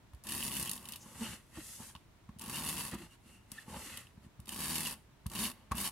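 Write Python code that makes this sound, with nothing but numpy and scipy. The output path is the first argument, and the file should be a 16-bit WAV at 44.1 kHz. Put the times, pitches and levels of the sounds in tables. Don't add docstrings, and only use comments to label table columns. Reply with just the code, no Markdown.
import sys
import numpy as np
from scipy import signal
from scipy.fft import rfft, irfft
from scipy.io import wavfile

SR = 44100
rng = np.random.default_rng(int(sys.argv[2]) if len(sys.argv) > 2 else 0)


def pcm_store(signal):
    levels = np.round(np.clip(np.atleast_2d(signal), -1, 1) * 32767)
    wavfile.write(sys.argv[1], SR, levels.astype(np.int16).T)


N = 260631
T = np.arange(N) / SR
FFT_SIZE = 270000
FREQ = np.maximum(np.arange(FFT_SIZE // 2 + 1) * SR / FFT_SIZE, 1)

# frequency in Hz, level in dB.
ROOM_SPECTRUM = [(15, -81), (25, 6.5), (117, 3), (175, -4), (293, -6), (531, -16.5), (607, -12.5),
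                 (796, -16), (911, -12.5), (1260, -17.5), (2160, -20.5), (2550, -22.5), (4030, -25.5),
                 (4740, -28.5), (16000, -36.5)]
# start in seconds, level in dB, contact time in ms, level of the
# shell's clack relative to the thud in dB.
TABLE_KNOCKS = [(0.133, -43, 13, -18), (1.059, -46, 2.6, -14), (1.218, -42, 2.5, -4.5),
                (1.571, -39.5, 5.4, -11), (1.802, -42, 2.2, -14), (1.950, -44, 6.5, -5.5),
                (2.290, -37.5, 4.8, -17.5), (2.362, -44, 5, -22), (2.931, -31.5, 3.4, -13),
                (2.951, -34.5, 2.6, -14), (3.519, -44, 2.6, -16), (3.68, -41, 2.6, -18),
                (4.175, -43, 5.2, -24), (4.263, -44, 4.7, -24), (4.392, -39, 7.2, -23.5),
                (5.259, -28.5, 7.2, -21), (5.712, -28.5, 7.5, -12), (5.718, -33.5, 2.4, 0.5),
                (5.745, -33.5, 4.4, -12)]
# frequency in Hz, bandwidth in Hz, level in dB.
TABLE_MODES = [(52, 33, -9), (69.3, 30, -2), (117.6, 18, -5), (175, 26, -2), (209.2, 20, 2),
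               (241.7, 17, -2), (346.4, 21, -8), (594, 110, -34)]
SHELL_MODES = [(586, 57, -18.5), (967, 200, -8.5), (1110, 57, -7.5), (1740, 220, -21)]
CASE_MODES = [(1794, 257, 2), (2660, 110, 2), (2920, 230, -2.5), (3676, 430, -4.5), (4535, 245, -2),
              (5380, 290, -6), (7080, 2050, -6.5), (8280, 180, 0), (9090, 200, 2.5), (9790, 150, 2.5),
              (10760, 530, 3), (11000, 500, -19), (11840, 370, 1), (13700, 630, -12)]
# start in seconds, level in dB, offset of the low modes
# and the ping in dB.
PAWL_SNAPS = [(0.134, -55, -8), (0.147, -54, -6), (0.2374, -40.5, -26), (0.2927, -31.5, -7),
              (0.6941, -23.5, -13), (0.713, -25.5, -32), (0.732, -30, -25), (0.754, -39, -18),
              (0.7765, -44, 1), (0.854, -39, -3), (0.887, -32, -8.5), (0.921, -33, -10.5), (0.9349, -44, 9),
              (0.959, -36, -8), (1.951, -52.5, 8), (1.9612, -60, 13), (2.3863, -44, -16),
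              (2.3937, -36.5, -9), (2.418, -35.5, -22), (2.913, -37, -16), (2.9442, -39.5, -12),
              (2.9866, -48, -3), (3.5167, -31.5, -17), (3.9722, -32.5, -6), (4.069, -58, 6.5),
              (4.4005, -46, -12), (4.4564, -45.5, -13), (4.471, -50, 4), (4.491, -29, -6),
              (4.5199, -38, -4.5), (5.2644, -34, -9), (5.299, -39, -14), (5.3554, -31.5, -4),
              (5.43, -38, -19), (5.717, -32, -15)]
# start, stop, speed-up time, hold time and slow-down time in seconds,
# top speed in teeth per second, a time in seconds at which the binding cycle peaks, boost of the low
# case modes in dB, levels of rasp, table and shell in dB.
RUNNER_PULLS = [(0.236, 0.957, .08, 0.31, 0.15, 135.3, .555, -1, -42, -46.5, -52),
                (2.391, 2.892, .17, 0.21, .42, 153, 2.8, 1, -43.5, -44.5, -48.5),
                (4.463, 4.929, .15, .26, .25, 158, 4.645, 1.5, -43, -45, -50),
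                (5.293, 5.512, .125, 0.028, 0.1, 225, 3.8, 2, -41.5, -41, -47),
                (5.734, 5.893, 0.056, 0.073, .05, 197, 5.86, 0.5, -42, -44.5, -47.5)]
DB_PER_DOUBLING = [9, 7, 5.5]
# centre in seconds, length in seconds, pitch in Hz, # level in dB, roughness from
STICK_SLIPS = [(0.679, 0.018, 2960, -47, 0.23), (1.023, 0.027, 6620, -57.5, 0.47),
               (1.224, 0.021, 241, -37.5, 0.35), (1.256, 0.031, 2940, -47.5, 0.25),
               (1.588, 0.013, 318, -44, .2), (2.548, 0.018, 2800, -45.5, 0.1),
               (2.939, 0.021, 251, -43, 0.58), (3.017, 0.022, 310, -52, 0.3), (3.12, 0.021, 2820, -64, 0.1),
               (3.346, 0.084, 2765, -68, 0.12), (3.587, 0.0065, 1824, -42, 0.12),
               (3.87, 0.024, 328, -55.5, 0.45), (4.862, 0.01, 2824, -40, 0.17)]
# centre in seconds, length in seconds, steepness of swell and
# fade as an exponent, levels of hiss, rub, hollow sheet and rumble in dB.
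HAND_SWEEPS = [(1.116, 0.18, 3, -57, -66, -61.5, -58), (1.222, 0.062, 2.2, -53.5, -57.5, -56.5, -49.5),
               (1.291, 0.12, 3.7, -48, -51, -60.5, -49), (1.576, 0.055, 2.4, -57.5, -56.5, -63, -56.5),
               (1.703, 0.14, 2.9, -47.5, -63.5, -72, -65), (1.809, 0.026, 4, -62, -80, -58.5, -53),
               (1.862, 0.084, 2.9, -51.5, -62, -65, -64), (2.931, 0.038, 3.5, -51, -50.5, -54, -50),
               (3.019, 0.082, 3.06, -57.5, -56.5, -59.5, -52), (3.131, 0.044, 3.5, -65.5, -69, -80, -67),
               (3.313, 0.096, 2.4, -63.5, -68, -75, -58.5), (3.577, 0.1, 3.5, -57.5, -61, -71, -68),
               (3.742, 0.1, 4.1, -53, -57, -50, -48.5), (3.831, 0.082, 3.4, -51.5, -63, -67, -71),
               (3.934, 0.14, 3, -51, -52.5, -61.5, -55.5), (4.246, 0.035, 3, -70.5, -74, -86, -61),
               (4.955, 0.052, 3, -69, -66, -65, -57), (5.553, 0.14, 1.5, -80, -70, -67.5, -62)]
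# frequency in Hz, level in dB.
FIBRE_SPECTRUM = [(1880, -31), (3200, -6), (4480, -6.5), (4890, -4.5), (7130, 0), (10500, 1.5), (14000, -9),
                  (16000, -27)]
SKIN_SPECTRUM = [(710, -9), (1200, 5.5), (1380, 5.5), (1460, 4), (1840, 11.5), (2420, 1), (2600, 10),
                 (2970, 7.5), (3690, -0.5), (4500, 2), (5850, -20), (9900, -120)]
SHEET_SPECTRUM = [(220, -27), (380, -9), (539, -5.5), (631, -13), (667, -23), (890, -3), (982, -9.5),
                  (1080, -0.5), (1400, -20.5), (1820, -25), (3080, -120)]
# frequency in Hz, gain of the side in dB.
CLOSE_WIDTH = [(60, -42), (200, -62), (350, -19), (700, -17), (1300, -11.5), (2400, -8), (4400, -1),
               (8000, -4), (15000, -2)]
DIFFUSE_WIDTH = [(60, -17), (110, -9.5), (200, -8), (380, -3), (700, -4), (1290, -4), (2380, -1),
                 (4400, -0.5), (8120, 2), (15000, -2)]
# frequency in Hz, left relative to right in dB.
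BALANCE = [(60, -3.5), (110, 2.5), (200, -2), (380, 0.5), (700, 0.0), (1290, 0.5), (2380, -1.0),
           (4400, -0.5), (8120, 1.5), (15000, 0.5)]


def undb(db):
    return 10 ** (np.asarray(db) / 20)


def unit(x):
    return x / np.sqrt(np.mean(x ** 2))


def noise():
    return rng.standard_normal((2, N))


def mid_only(x):
    return x * [[1], [0]]


def wander(rate_hz):
    points = rng.standard_normal(N // 8)
    return np.sqrt(3 / 2) * np.interp(T * rate_hz, np.arange(len(points)), points)


def response(points):
    hz, db = np.transpose(points)
    return undb(np.interp(np.log(FREQ), np.log(hz), db))


def resonances(modes):
    powers = (undb(2 * db) / (1 + ((FREQ / hz - hz / FREQ) * hz / width) ** 2) for hz, width, db in modes)
    return np.sqrt(sum(powers))


def highpass(hz, order=2):
    return 1 / np.sqrt(1 + (hz / FREQ) ** (2 * order))


def shape(x, gain):
    return irfft(rfft(x, FFT_SIZE) * gain)[..., :N]


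def ring(x, gain):
    cepstrum = irfft(np.log(unit(gain) + 1e-6))
    cepstrum[1:FFT_SIZE // 2] *= 2
    cepstrum[FFT_SIZE // 2 + 1:] = 0
    return irfft(rfft(x, FFT_SIZE) * np.exp(rfft(cepstrum)))[..., :N]


def impulses(times, sizes):
    return np.bincount(np.clip(np.asarray(times) * SR, 0, N - 1).astype(int), sizes, N)


def decay(hits, seconds):
    return signal.lfilter([1], [1, -np.exp(-1 / (seconds * SR))], hits)


def burst(hits, rise_s, decay_s):
    return decay(decay(hits, rise_s), decay_s) / (rise_s * SR)


def narrow(x, width):
    return np.array([x[0], shape(x[1], response(width))])


def room_tone(level_db=-62.5):
    gain = undb(level_db + wander(1.67) / 2)
    rumble = ring(noise(), response(ROOM_SPECTRUM) * highpass(44))
    return gain * narrow(rumble, DIFFUSE_WIDTH)


def knocks(damping=1.03):
    modes = [(hz, width * damping, db) for hz, width, db in TABLE_MODES]
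    table_response = ring(impulses([0], [1]), resonances(modes) * highpass(71))[:SR // 4]
    thuds = np.zeros(N + SR)
    for start, db, contact_ms, _ in TABLE_KNOCKS:
        force = np.sin(np.pi * np.minimum(T[:SR // 50] * 1000 / contact_ms, 1)) ** 2
        thud = signal.fftconvolve(table_response, force)
        i = int(start * SR)
        thuds[i:i + len(thud)] += undb(db) * thud / np.abs(thud).max()
    times, db, _, clack_db = np.transpose(TABLE_KNOCKS)
    envelope = burst(impulses(times, undb(db + clack_db)), rise_s=0.00019, decay_s=0.0081)
    clacks = ring(envelope * noise(), resonances(SHELL_MODES))
    return mid_only(thuds[:N]) + clacks


def spring_pings(times, sizes, ring_s, hz=2900, spread=0.021):
    t = T[:SR // 50]
    envelope = t / ring_s * np.exp(1 - t / ring_s)
    out = np.zeros((2, N + SR))
    for start, size in zip(times, sizes):
        detune, mid_phase, side_phase = rng.standard_normal(3)
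        phase = 2 * np.pi * (hz * (1 + spread * detune) * t + [[mid_phase], [side_phase]])
        i = int(start * SR)
        out[:, i:i + len(t)] += size * envelope * np.sin(phase)
    return out[:, :N]


def snaps():
    times, db, offset_db = np.transpose(PAWL_SNAPS)
    treble = highpass(4000)
    case = (resonances(CASE_MODES) + undb(-20)) * highpass(2900, order=4)
    high_sizes, low_sizes = undb(db - 5), undb(db + offset_db - 6)
    out = spring_pings(times, low_sizes, ring_s=0.00092)
    for sizes, band, decay_s in ((high_sizes, treble, 0.0018), (low_sizes, 1 - treble ** 2, 0.0022)):
        hits = impulses(times, sizes)
        crack = burst(hits, rise_s=0.0008, decay_s=decay_s)
        rattle = undb(-21) * decay(hits, seconds=0.028)
        out += ring((crack + rattle) * noise(), case * band)
    return out


def runner_motion(crawl_hz=62, teeth_per_turn=17, land_s=0.019, lift_s=0.013, ease_s=0.056):
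    tooth_hz = np.full(N, float(crawl_hz))
    binding, boost_db, gains = np.zeros(N), np.zeros(N), np.zeros((3, N))
    for start, stop, speed_up, hold, slow_down, top_hz, bind_at, low_db, *layers_db in RUNNER_PULLS:
        corners = np.cumsum([0, speed_up, hold, slow_down])
        speed = np.interp(T - start, corners, [crawl_hz, top_hz, top_hz, crawl_hz])
        contact = np.clip((T - start) / land_s, 0, 1) * np.exp(-np.maximum(T - stop, 0) / lift_s)
        tooth_hz += speed - crawl_hz
        turns = np.cumsum(speed) / SR / teeth_per_turn
        binding += contact * np.cos(2 * np.pi * (turns - np.interp(bind_at, T, turns)))
        boost_db += contact * low_db
        gains += contact * undb(np.c_[layers_db] + np.outer(DB_PER_DOUBLING, np.log2(speed / top_hz)))
        gains[1] *= 1 - (1 - undb(-6.5)) * np.exp(-((T - stop) / ease_s) ** 2)
    return tooth_hz, binding, boost_db, gains


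def ratchet_chatter(drops, size_db, tilt_db, binding, boost_db):
    low_hits = impulses(drops, undb(size_db + tilt_db))
    high_hits = impulses(drops, undb(size_db - tilt_db))
    low, high = (unit(burst(hits, rise_s=0.00029, decay_s=0.0063)) * noise()
                 for hits in (low_hits, high_hits))
    treble = highpass(6000)
    bass = np.sqrt(1 - treble ** 2)
    return shape(low * undb(boost_db + 1.6 * binding), bass) + shape(high * undb(binding), treble)


def glue_crackle(grain_db=3, surge_db=2.5):
    envelope = unit(undb(grain_db * wander(2500) + surge_db * wander(45)))
    return undb(-7) * envelope * noise()


def table_reflection(x, delay_s=0.001419, drift=0.061, echo_db=-9):
    delayed_time = T - delay_s * (1 + drift * wander(7))
    echo = np.array([np.interp(delayed_time, T, channel) for channel in x])
    return (x + undb(echo_db) * echo) / np.hypot(1, undb(echo_db))


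def wheel_squeaks(binding, hz=2860, roughness=0.06, peak_db=-7, swell_db=11):
    pitch = hz * (1 + roughness * np.array([wander(700), wander(700)]))
    phase = 2 * np.pi * np.cumsum(pitch, axis=1) / SR
    return undb(peak_db + swell_db * (binding - 1)) * np.sqrt(2) * np.sin(phase)


def table_drumming(drops, size_db):
    beats = mid_only(unit(impulses(drops, undb(size_db))))
    band = highpass(26, order=4) * highpass(77, order=1) / (1 + (FREQ / 1200) ** 2)
    return ring(noise() + undb(-1) * beats, resonances(TABLE_MODES) * band)


def shell_drone(drops, size_db):
    envelope = unit(burst(impulses(drops, undb(size_db)), rise_s=0.00029, decay_s=0.0063))
    return ring(envelope * noise() / 2 + noise(), resonances(SHELL_MODES))


def strokes(jitter=0.04, limp_db=3.4, scatter_db=3.18):
    tooth_hz, binding, boost_db, (rasp_gain, drum_gain, shell_gain) = runner_motion()
    teeth_passed = np.cumsum(tooth_hz * (1 + jitter * wander(120))) / SR
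    drops = np.flatnonzero(np.diff(np.floor(teeth_passed))) / SR
    force, colour, flare = np.clip(rng.standard_normal((len(drops), 3)).T, -2, 2)
    size_db = limp_db * (-1) ** np.arange(len(drops)) + scatter_db * force
    tilt_db = 0.7 * colour
    excitation = ratchet_chatter(drops, size_db, tilt_db, binding, boost_db) + glue_crackle()
    spring = spring_pings(drops, undb(-9 + 9.5 * flare), ring_s=0.00049) * undb(5 * binding)
    case = (resonances(CASE_MODES) + undb(-22)) * highpass(1920)
    rasp = table_reflection(ring(excitation, case)) + spring + wheel_squeaks(binding)
    drum = table_drumming(drops, size_db)
    shell = shell_drone(drops, size_db + tilt_db)
    return undb(-2) * rasp_gain * rasp + undb(-5) * drum_gain * drum + undb(-3.5) * shell_gain * shell


def judders():
    out = np.zeros(N)
    for centre, length, hz, db, roughness in STICK_SLIPS:
        pitch = hz * (1 + 0.287 * roughness * wander(hz / 4))
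        phase = 2 * np.pi * np.cumsum(pitch) / SR
        envelope = np.exp(-np.abs(2 * (T - centre) / length) ** 1.5 / 2)
        out += undb(db) * np.sqrt(2) * envelope * (np.sin(phase) + 0.138 * np.sin(2 * phase))
    return mid_only(out)


def slides(catch_db=2, grain_db=1.5):
    catches = unit(undb(catch_db * wander(90)))
    grain = unit(undb(grain_db * wander(1500)))
    table = resonances(TABLE_MODES) * highpass(72, order=4) / (1 + (FREQ / 900) ** 2)
    layers = ((grain, response(FIBRE_SPECTRUM), -4.5), (catches, response(SKIN_SPECTRUM), -1),
              (catches, response(SHEET_SPECTRUM), -1), (catches, table, -3))
    out = np.zeros((2, N))
    for layer, (texture, spectrum, trim_db) in enumerate(layers):
        envelope = sum(undb(db[layer]) / np.hypot(1, np.abs(2 * (T - centre) / length) ** steepness)
                       for centre, length, steepness, *db in HAND_SWEEPS)
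        out += undb(trim_db) * envelope * ring(texture * noise(), spectrum)
    return table_reflection(out)


def reverberate(close, t60_s=0.33, mid_db=-18, side_db=-23):
    t = T[:SR // 2]
    tail = rng.standard_normal((2, len(t))) * np.exp(-np.log(1000) * t / t60_s) * (t > 0.004)
    tail *= undb([[mid_db], [side_db]]) / np.sqrt(np.sum(tail ** 2, axis=1, keepdims=True))
    return close + signal.fftconvolve(close[:1], tail, axes=1)[:, :N]


def scene():
    close = narrow(strokes() + snaps() + slides() + knocks() + judders(), CLOSE_WIDTH)
    mid, side = room_tone() + reverberate(close)
    lean = np.sqrt(response(BALANCE))
    return np.array([shape(mid + side, lean), shape(mid - side, 1 / lean)])


def record(dry):
    return signal.sosfilt(signal.ellip(10, 0.2, 70, 15800, fs=SR, output="sos"), dry)


dry = scene()
out = record(dry)
pcm_store(out)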